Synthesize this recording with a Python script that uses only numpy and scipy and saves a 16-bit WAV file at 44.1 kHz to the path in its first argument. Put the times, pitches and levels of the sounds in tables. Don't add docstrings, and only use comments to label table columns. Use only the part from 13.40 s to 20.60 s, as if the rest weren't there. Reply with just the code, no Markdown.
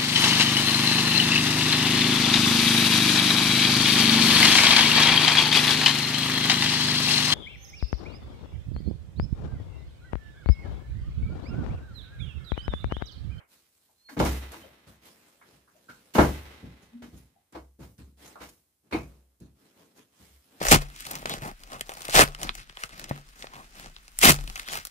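import sys
import numpy as np
from scipy import signal
from scipy.fft import rfft, irfft, next_fast_len
from scipy.io import wavfile
from scipy.ndimage import uniform_filter1d

SR = 44100
rng = np.random.default_rng(int(sys.argv[2]) if len(sys.argv) > 2 else 0)


def generate_wav(signal):
    frames = np.transpose(np.atleast_2d(signal))
    scaled = np.clip(frames, -1, 1) * 32767
    pcm = np.round(scaled).astype(np.int16)
    wavfile.write(sys.argv[1], SR, pcm)


N = 317608
T = np.arange(N) / SR
BANDS_HZ = 40 * 2 ** (np.arange(27) / 3)

# (time [s], rise [s], strength [dB], tilt [dB/octave], clang [dB])
DOOR_BLOWS = [(0.687, 0.009, -34.5, 3.5, 3), (0.765, .008, -15.5, -3.5, -7),
              (.789, 0.0031, -7.5, -0.5, -46), (.799, 0.001, -12.5, -4, 8), (.852, 0.0069, -12, 1, -6.5),
              (1.12, 0.015, -29.5, 2.5, 1.5), (2.486, 0.009, -31, 0.6, -8), (2.736, .006, -22, 4, -18),
              (2.751, 0.0012, -7.5, -2, -1.5), (2.781, 0.0049, 0, -2.5, 4), (3.62, 0.0017, -26, -0.5, -8),
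              (4.121, 0.011, -34, 0, -8.5), (4.146, 0.0087, -32.5, -1.4, 9), (4.389, 0.046, -44, 4.5, 4.5),
              (4.998, 0.023, -25.5, 1.5, -2.5), (5.509, 0.0044, -30, 0.7, -3),
              (5.524, 0.0024, -15.5, -2, -1.5), (5.547, 0.0023, -26, -4, 5.5)]
# (frequency [Hz], relative level [dB], t60 [s])
PANEL_MODES = [(147.1, -9, 0.46), (197.2, -10, 0.28), (247.5, -9, 0.17), (306.7, -1.5, 0.29),
               (484.8, -4.5, 0.31), (510, -7.5, 0.14), (610, -5.5, 0.24), (674, -9.5, 0.28),
               (744, -15.5, 0.17), (788, -13.5, 0.25), (854, -8.5, .25), (983, -7, 0.22),
               (1040, -15.5, 0.085), (1141, -9, 0.29), (1235, -15.5, 0.11), (1317, -11, 0.067),
               (1503, -18, .2), (1540, -19.5, 0.2), (1747, -13.5, 0.15), (1930, -19.5, .26),
               (2240, -21, 0.25), (2560, -29, 0.24)]
# (frequency [Hz], relative density [dB])
CROWD_SPECTRUM = [(60, -4.5), (130, -10), (300, -1), (520, -6), (900, -3), (1400, -7), (2000, -11.5),
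                  (3000, -18.5), (5500, -24.5), (9000, -31.5), (15000, -33)]
# (frequency [Hz], t60 [s])
CROWD_T60 = [(100, 0.49), (250, 0.33), (600, .24), (1500, .22), (4000, 0.29), (14000, 0.66)]


def blows(bands, crowd_db=-15, modes_db=-20.5, chatter_db=1.5, chatter_above_hz=600):
    out = np.zeros((2, N))
    chatter = unit(undb(chatter_db * walk(450)))
    for s, rise, *contact in DOOR_BLOWS:
        gains = band_gains(CROWD_SPECTRUM) * undb(crowd_db + blow_db(*contact, BANDS_HZ))
        for hz, band, gain, t60 in zip(BANDS_HZ, bands, gains, at(CROWD_T60, BANDS_HZ)):
            where, t = span(s, rise + t60)
            grain = chatter[where] if hz > chatter_above_hz else 1
            out[:, where] += band[:, where] * gain * grain * swell(t, rise, t60)
        turns = rng.random(len(PANEL_MODES))
        sides = rng.choice([-1, 1], len(PANEL_MODES))
        for (hz, db, t60), turn, side in zip(PANEL_MODES, turns, sides):
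            where, t = span(s, rise + t60)
            phase = 2 * np.pi * (hz * t + turn)
            ring = microphones(np.sin(phase), side * np.cos(phase), hz)
            out[:, where] += ring * undb(modes_db + db + blow_db(*contact, hz)) * swell(t, rise, t60)
    return out


def blow_db(strength_db, tilt_db, clang_db, hz, clang_hz=756, clang_octaves=1.1):
    clang_shape = np.exp(-(np.log2(hz / clang_hz) / clang_octaves) ** 2)
    return tilted(strength_db, tilt_db, hz) + clang_db * clang_shape


# (time [s], rise [s], frequency [Hz], level [dB], free swing [s])
LEAF_BOOMS = [(0.77, 0.12, 66.4, -27, 0.33), (2.773, 0.035, 70.8, -27, 0.39),
              (4.127, 0.072, 65.9, -50, 0.23), (4.593, 0.044, 67.6, -48.5, 0.41),
              (4.984, 0.031, 65.8, -56, .11), (5.544, 0.044, 64.5, -42.5, 0.417),
              (6.884, 0.068, 67.2, -58.5, .11)]


def booms(t60=0.72, catch_s=0.03):
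    out = np.zeros(N)
    stirred = [(s, STEP_RISE_S, 65.2, thump_db - 4.5, 0.15) for s, thump_db, _ in FOOTFALLS]
    for s, rise, hz, db, swing_s in LEAF_BOOMS + stirred:
        where, t = span(s, rise + t60)
        free = np.clip(1 - (t - swing_s) / catch_s, 0, 1)
        out[where] += undb(db) * np.sqrt(2) * np.sin(2 * np.pi * hz * t) * swell(t, rise, t60) * free
    return out


# (time [s], level [dB])
FRAME_KNOCKS = [(4.166, -37.5), (5.546, -21)]


def knocks(hz=322, rise=0.001, t60=0.11):
    out = np.zeros(N)
    for s, db in FRAME_KNOCKS:
        where, t = span(s, rise + t60)
        out[where] += undb(db) * np.sqrt(2) * np.sin(2 * np.pi * hz * t) * swell(t, rise, t60)
    return out


# (time [s], level [dB], t60 of the tones [s])
SLAM_SHIVERS = [(0.819, -38.5, 1.58), (2.8, -41.5, 1.955)]
# (frequency [Hz], relative density [dB])
BUZZ_SPECTRUM = [(80, -1), (300, 1.5), (600, -4.5), (1200, -4.5), (2300, -5), (4200, -13), (7000, -20),
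                 (15000, -23.5)]
# (frequency [Hz], relative level [dB])
LINGERING_TONES = [(867, -17.5), (2020, -15), (3040, -21), (3760, -18), (5760, -28.5)]


def shivers(bands, rise=0.012, flutter_db=0.75, rattle_db=1.2):
    out = np.zeros((2, N))
    t60_shares = at([(4000, 0.91), (9000, 0.7)], BANDS_HZ)
    for s, db, t60 in SLAM_SHIVERS:
        where, t = span(s, t60)
        for band, gain, share in zip(bands, band_gains(BUZZ_SPECTRUM), t60_shares):
            out[:, where] += undb(db) * gain * band[:, where] * swell(t, rise, t60 * share)
        for hz, tone_db in LINGERING_TONES:
            out[:, where] += undb(db + tone_db) * noise(hz, hz / 25, len(t)) * swell(t, rise, t60)
    return out * undb(flutter_db * walk(77)) * unit(undb(rattle_db * walk(600)))


# (time [s], frequency [Hz], width [Hz], level [dB])
PART_CLINKS = [(0, 1300, 2380, -54), (.488, 820, 577, -68.5), (0.686, 1720, 687, -46.5),
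               (0.71, 265, 88.4, -47), (0.85, 8200, 9000, -29.5), (1.119, 8600, 10200, -40),
               (1.163, 274, 155, -51), (1.221, 3100, 160, -61), (1.236, 560, 265, -50.5),
               (2.013, 1450, 1550, -53.5), (2.275, 1350, 806, -61), (2.345, 630, 195, -63),
               (2.484, 1480, 280, -44.5), (2.785, 1590, 606, -22.5), (3.952, 754, 150, -65),
               (4.124, 8000, 8900, -55), (4.15, 4200, 1980, -55.5), (4.58, 6250, 9060, -59),
               (4.582, 1670, 600, -66.5), (4.955, 995, 1000, -45), (5.091, 7240, 12140, -47),
               (6.002, 9100, 10000, -56), (7.121, 290, 89.7, -63.5)]
# (frequency [Hz], t60 [s])
PART_T60 = [(300, 0.25), (1500, .23), (8000, 0.023)]
# (frequency [Hz], width [Hz], level [dB], t60 [s])
LATCH_MODES = [(2380, 590, -33, 0.24), (4010, 1030, -41, 0.15), (9060, 500, -52, 0.13)]


def clinks(rise_cycles=1.8, latch_s=5.524, latch_rise_s=0.003):
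    out = np.zeros((2, N))
    parts = [(s, rise_cycles / width, hz, width, db, at(PART_T60, hz)) for s, hz, width, db in PART_CLINKS]
    latch = [(latch_s, latch_rise_s, *mode) for mode in LATCH_MODES]
    for s, rise, hz, width, db, t60 in parts + latch:
        where, t = span(s, 0.6)
        out[:, where] += undb(db) * noise(hz, width, len(t)) * swell(t, rise, t60)
    return out


# (time [s], pitch [Hz], level [dB])
HINGE_SQUEAK = [(0.56, 4106, -87), (0.57, 4130, -79), (0.684, 4350, -59), (0.735, 4460, -58.5)]
# (time [s], pitch [Hz], level [dB])
HINGE_GROAN = [(3.52, 239, -60), (3.566, 249.6, -44), (3.652, 241, -52), (3.702, 239, -59),
               (3.72, 238, -57)]


def hinge(curve, waver, flutter_db):
    s, hz, db = np.transpose(curve)
    slip_hz = np.interp(T, s, hz) * (1 + waver * walk(81))
    phase = 2 * np.pi * np.cumsum(slip_hz) / SR
    turning = (T > s[0]) & (T < s[-1])
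    gain = undb(np.interp(T, s, db) + flutter_db * walk(70)) * turning
    return np.sqrt(2) * gain * microphones(np.sin(phase), np.cos(phase), hz[0])


# (time [s], relative thump [dB], relative grit [dB])
FOOTFALLS = [(1.236, -62, -105), (1.463, -55.5, -62), (2.119, -65.5, -70), (3.222, -43, -82),
             (3.411, -64, -69.5), (3.72, -49, -70.5), (4.385, -45.5, -71.5), (4.58, -49.5, -66),
             (5.999, -49, -71), (6.789, -58, -69.5)]
STEP_RISE_S, STEP_T60_S = 0.018, 0.41


def footfalls(bands, thump_hz=220, fall_db_per_octave=10.5):
    fall_db = fall_db_per_octave * np.log2(np.maximum(BANDS_HZ / thump_hz, 1))
    moves = [(s, STEP_RISE_S, STEP_T60_S, np.maximum(thump_db - fall_db, grit_db))
             for s, thump_db, grit_db in FOOTFALLS]
    return soles(moves, bands, low_cut_hz=88, crunch_db=1, gain_db=-4.5)


# (time [s], nominal length [s], relative level [dB], tilt [dB/octave])
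FOOT_SCUFFS = [(0.075, 0.19, -69, 1.9), (.15, 0.99, -82.5, 2), (1.612, 0.16, -59.5, 0.5),
               (1.694, 0.56, -70.5, 0), (2.02, 0.25, -67.5, -1.5), (2.258, 0.57, -73, -0.5),
               (2.506, 0.37, -70, -0.3), (3.752, 0.1, -72.5, 2.5), (4.765, 0.28, -56.5, -0.5),
               (5.426, 0.14, -76, -5), (5.612, 0.26, -68, -3), (6.144, 0.34, -68.5, -1),
               (6.34, .21, -65.5, -2.1), (6.543, 0.12, -62, -1.4), (6.704, 0.41, -67.5, 1),
               (7.036, 0.48, -66.5, -1)]


def scuffs(bands, hollow_hz=850, hollow_db=2, rise_share=0.33, t60_per_length=2.67):
    dip_db = hollow_db * np.exp(-np.log2(BANDS_HZ / hollow_hz) ** 2)
    moves = [(s, length * rise_share, length * t60_per_length, tilted(db, tilt_db, BANDS_HZ) - dip_db)
             for s, length, db, tilt_db in FOOT_SCUFFS]
    return soles(moves, bands, low_cut_hz=185.8, crunch_db=1.5, gain_db=-6)


def soles(moves, bands, low_cut_hz, crunch_db, gain_db):
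    out = np.zeros((2, N))
    crunch = unit(undb(crunch_db * walk(500) + crunch_db / 2 * walk(45)))
    low = BANDS_HZ < 600
    for s, rise, t60, colour_db in moves:
        where, t = span(s, rise + t60)
        gains = undb(gain_db + colour_db) / np.sqrt(1 + (low_cut_hz / BANDS_HZ) ** 6)
        thump = np.tensordot(gains * low, bands[:, :, where], 1)
        grit = np.tensordot(gains * ~low, bands[:, :, where], 1)
        out[:, where] += (thump + grit * crunch[where]) * swell(t, rise, t60)
    return out


def walls(x, count=6, echo_share=0.33):
    treble = signal.sosfiltfilt(signal.butter(2, 1500, "high", fs=SR, output="sos"), x)
    lags = (SR * rng.uniform(0.001, 0.012, count)).astype(int)
    echoes = sum((-1) ** k * np.pad(treble, ((0, 0), (lag, 0)))[:, :N] for k, lag in enumerate(lags))
    return x - treble + np.sqrt(1 - echo_share) * treble + np.sqrt(echo_share / count) * echoes


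# (frequency [Hz], relative density [dB])
AIR_SPECTRUM = [(40, -6), (70, 13), (150, -4), (320, -5), (600, -9.5), (2500, -15), (6000, -11),
                (12000, -4.5), (15500, -14.5)]


def night_air(bands, db=-77):
    return undb(db) * np.tensordot(band_gains(AIR_SPECTRUM), bands, 1)


# (frequency [Hz], correlation [0-1])
MIC_LIKENESS = [(60, 0.93), (200, 0.92), (380, 0.75), (700, 0.32), (1300, 0), (2400, 0.11), (5000, 0)]
# (frequency [Hz], left minus right [dB])
MIC_BALANCE = [(100, -1), (700, 3.5), (1300, -1.2), (2400, -1.5), (4400, -5), (8000, -1.5), (15000, 0.2)]


def microphones(mid, side, hz):
    likeness = at(MIC_LIKENESS, hz)
    lean_db = at(MIC_BALANCE, hz) / 2
    common = mid * np.sqrt((1 + likeness) / 2)
    apart = side * np.sqrt((1 - likeness) / 2)
    return np.array([(common + apart) * undb(lean_db), (common - apart) * undb(-lean_db)])


def noise(hz, width_hz, size):
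    n = next_fast_len(size)
    bins_hz = np.arange(n // 2 + 1) * SR / n
    resonance = 1 / (1 + (2 * (bins_hz - hz) / width_hz) ** 4)
    x = irfft(rfft(rng.standard_normal((2, n))) * resonance, n)[:, :size]
    power = uniform_filter1d(x ** 2, int(SR * max(2 / width_hz, 0.01)))
    mid, side = x / np.sqrt(power + 1e-18)
    return microphones(mid, side, hz)


def band_gains(spectrum):
    gains = undb(at(spectrum, BANDS_HZ)) * np.sqrt(BANDS_HZ)
    return gains / np.linalg.norm(gains)


def tilted(db, tilt_db, hz, pivot_hz=1000, flat_below_hz=200):
    return db + tilt_db * np.log2(np.maximum(hz, flat_below_hz) / pivot_hz)


def span(s, length):
    start = int(s * SR)
    where = slice(start, min(start + int(length * SR), N))
    return where, T[where] - T[start]


def swell(t, rise, t60):
    return np.minimum(t / rise, 1) * np.exp(-np.log(1000) * np.maximum(t - rise, 0) / t60)


def walk(rate, points=8000):
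    return 1.5 * np.interp(T * rate, np.arange(points), rng.standard_normal(points))


def at(table, hz):
    points_hz, values = np.transpose(table)
    return np.interp(np.log(hz), np.log(points_hz), values)


def undb(db):
    return 10 ** (np.asarray(db) / 20)


def unit(x):
    return x / np.sqrt(np.mean(x ** 2))


def scene():
    bands = np.array([noise(hz, hz / 4, N) for hz in BANDS_HZ])
    other_bands = bands[:, :, ::-1]
    door = walls(blows(bands) + clinks()) + knocks() + booms() + shivers(other_bands)
    squeak = hinge(HINGE_SQUEAK, waver=0.007, flutter_db=2.5)
    groan = hinge(HINGE_GROAN, waver=0.03, flutter_db=3.5)
    flicker = np.array([unit(undb(2 * walk(35))) for _ in BANDS_HZ])
    restless = bands * flicker[:, None]
    feet = footfalls(restless) + scuffs(restless[:, :, ::-1])
    return door + squeak + groan + feet + night_air(other_bands)


def record(dry, ceiling=0.97, bass_hz=50, top_hz=15200):
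    heard = signal.sosfilt(signal.butter(4, bass_hz, "high", fs=SR, output="sos"), dry)
    rounded = ceiling * np.tanh(heard / ceiling)
    return signal.sosfilt(signal.ellip(12, 0.2, 80, top_hz, fs=SR, output="sos"), rounded)


dry = scene()
out = record(dry)
generate_wav(out)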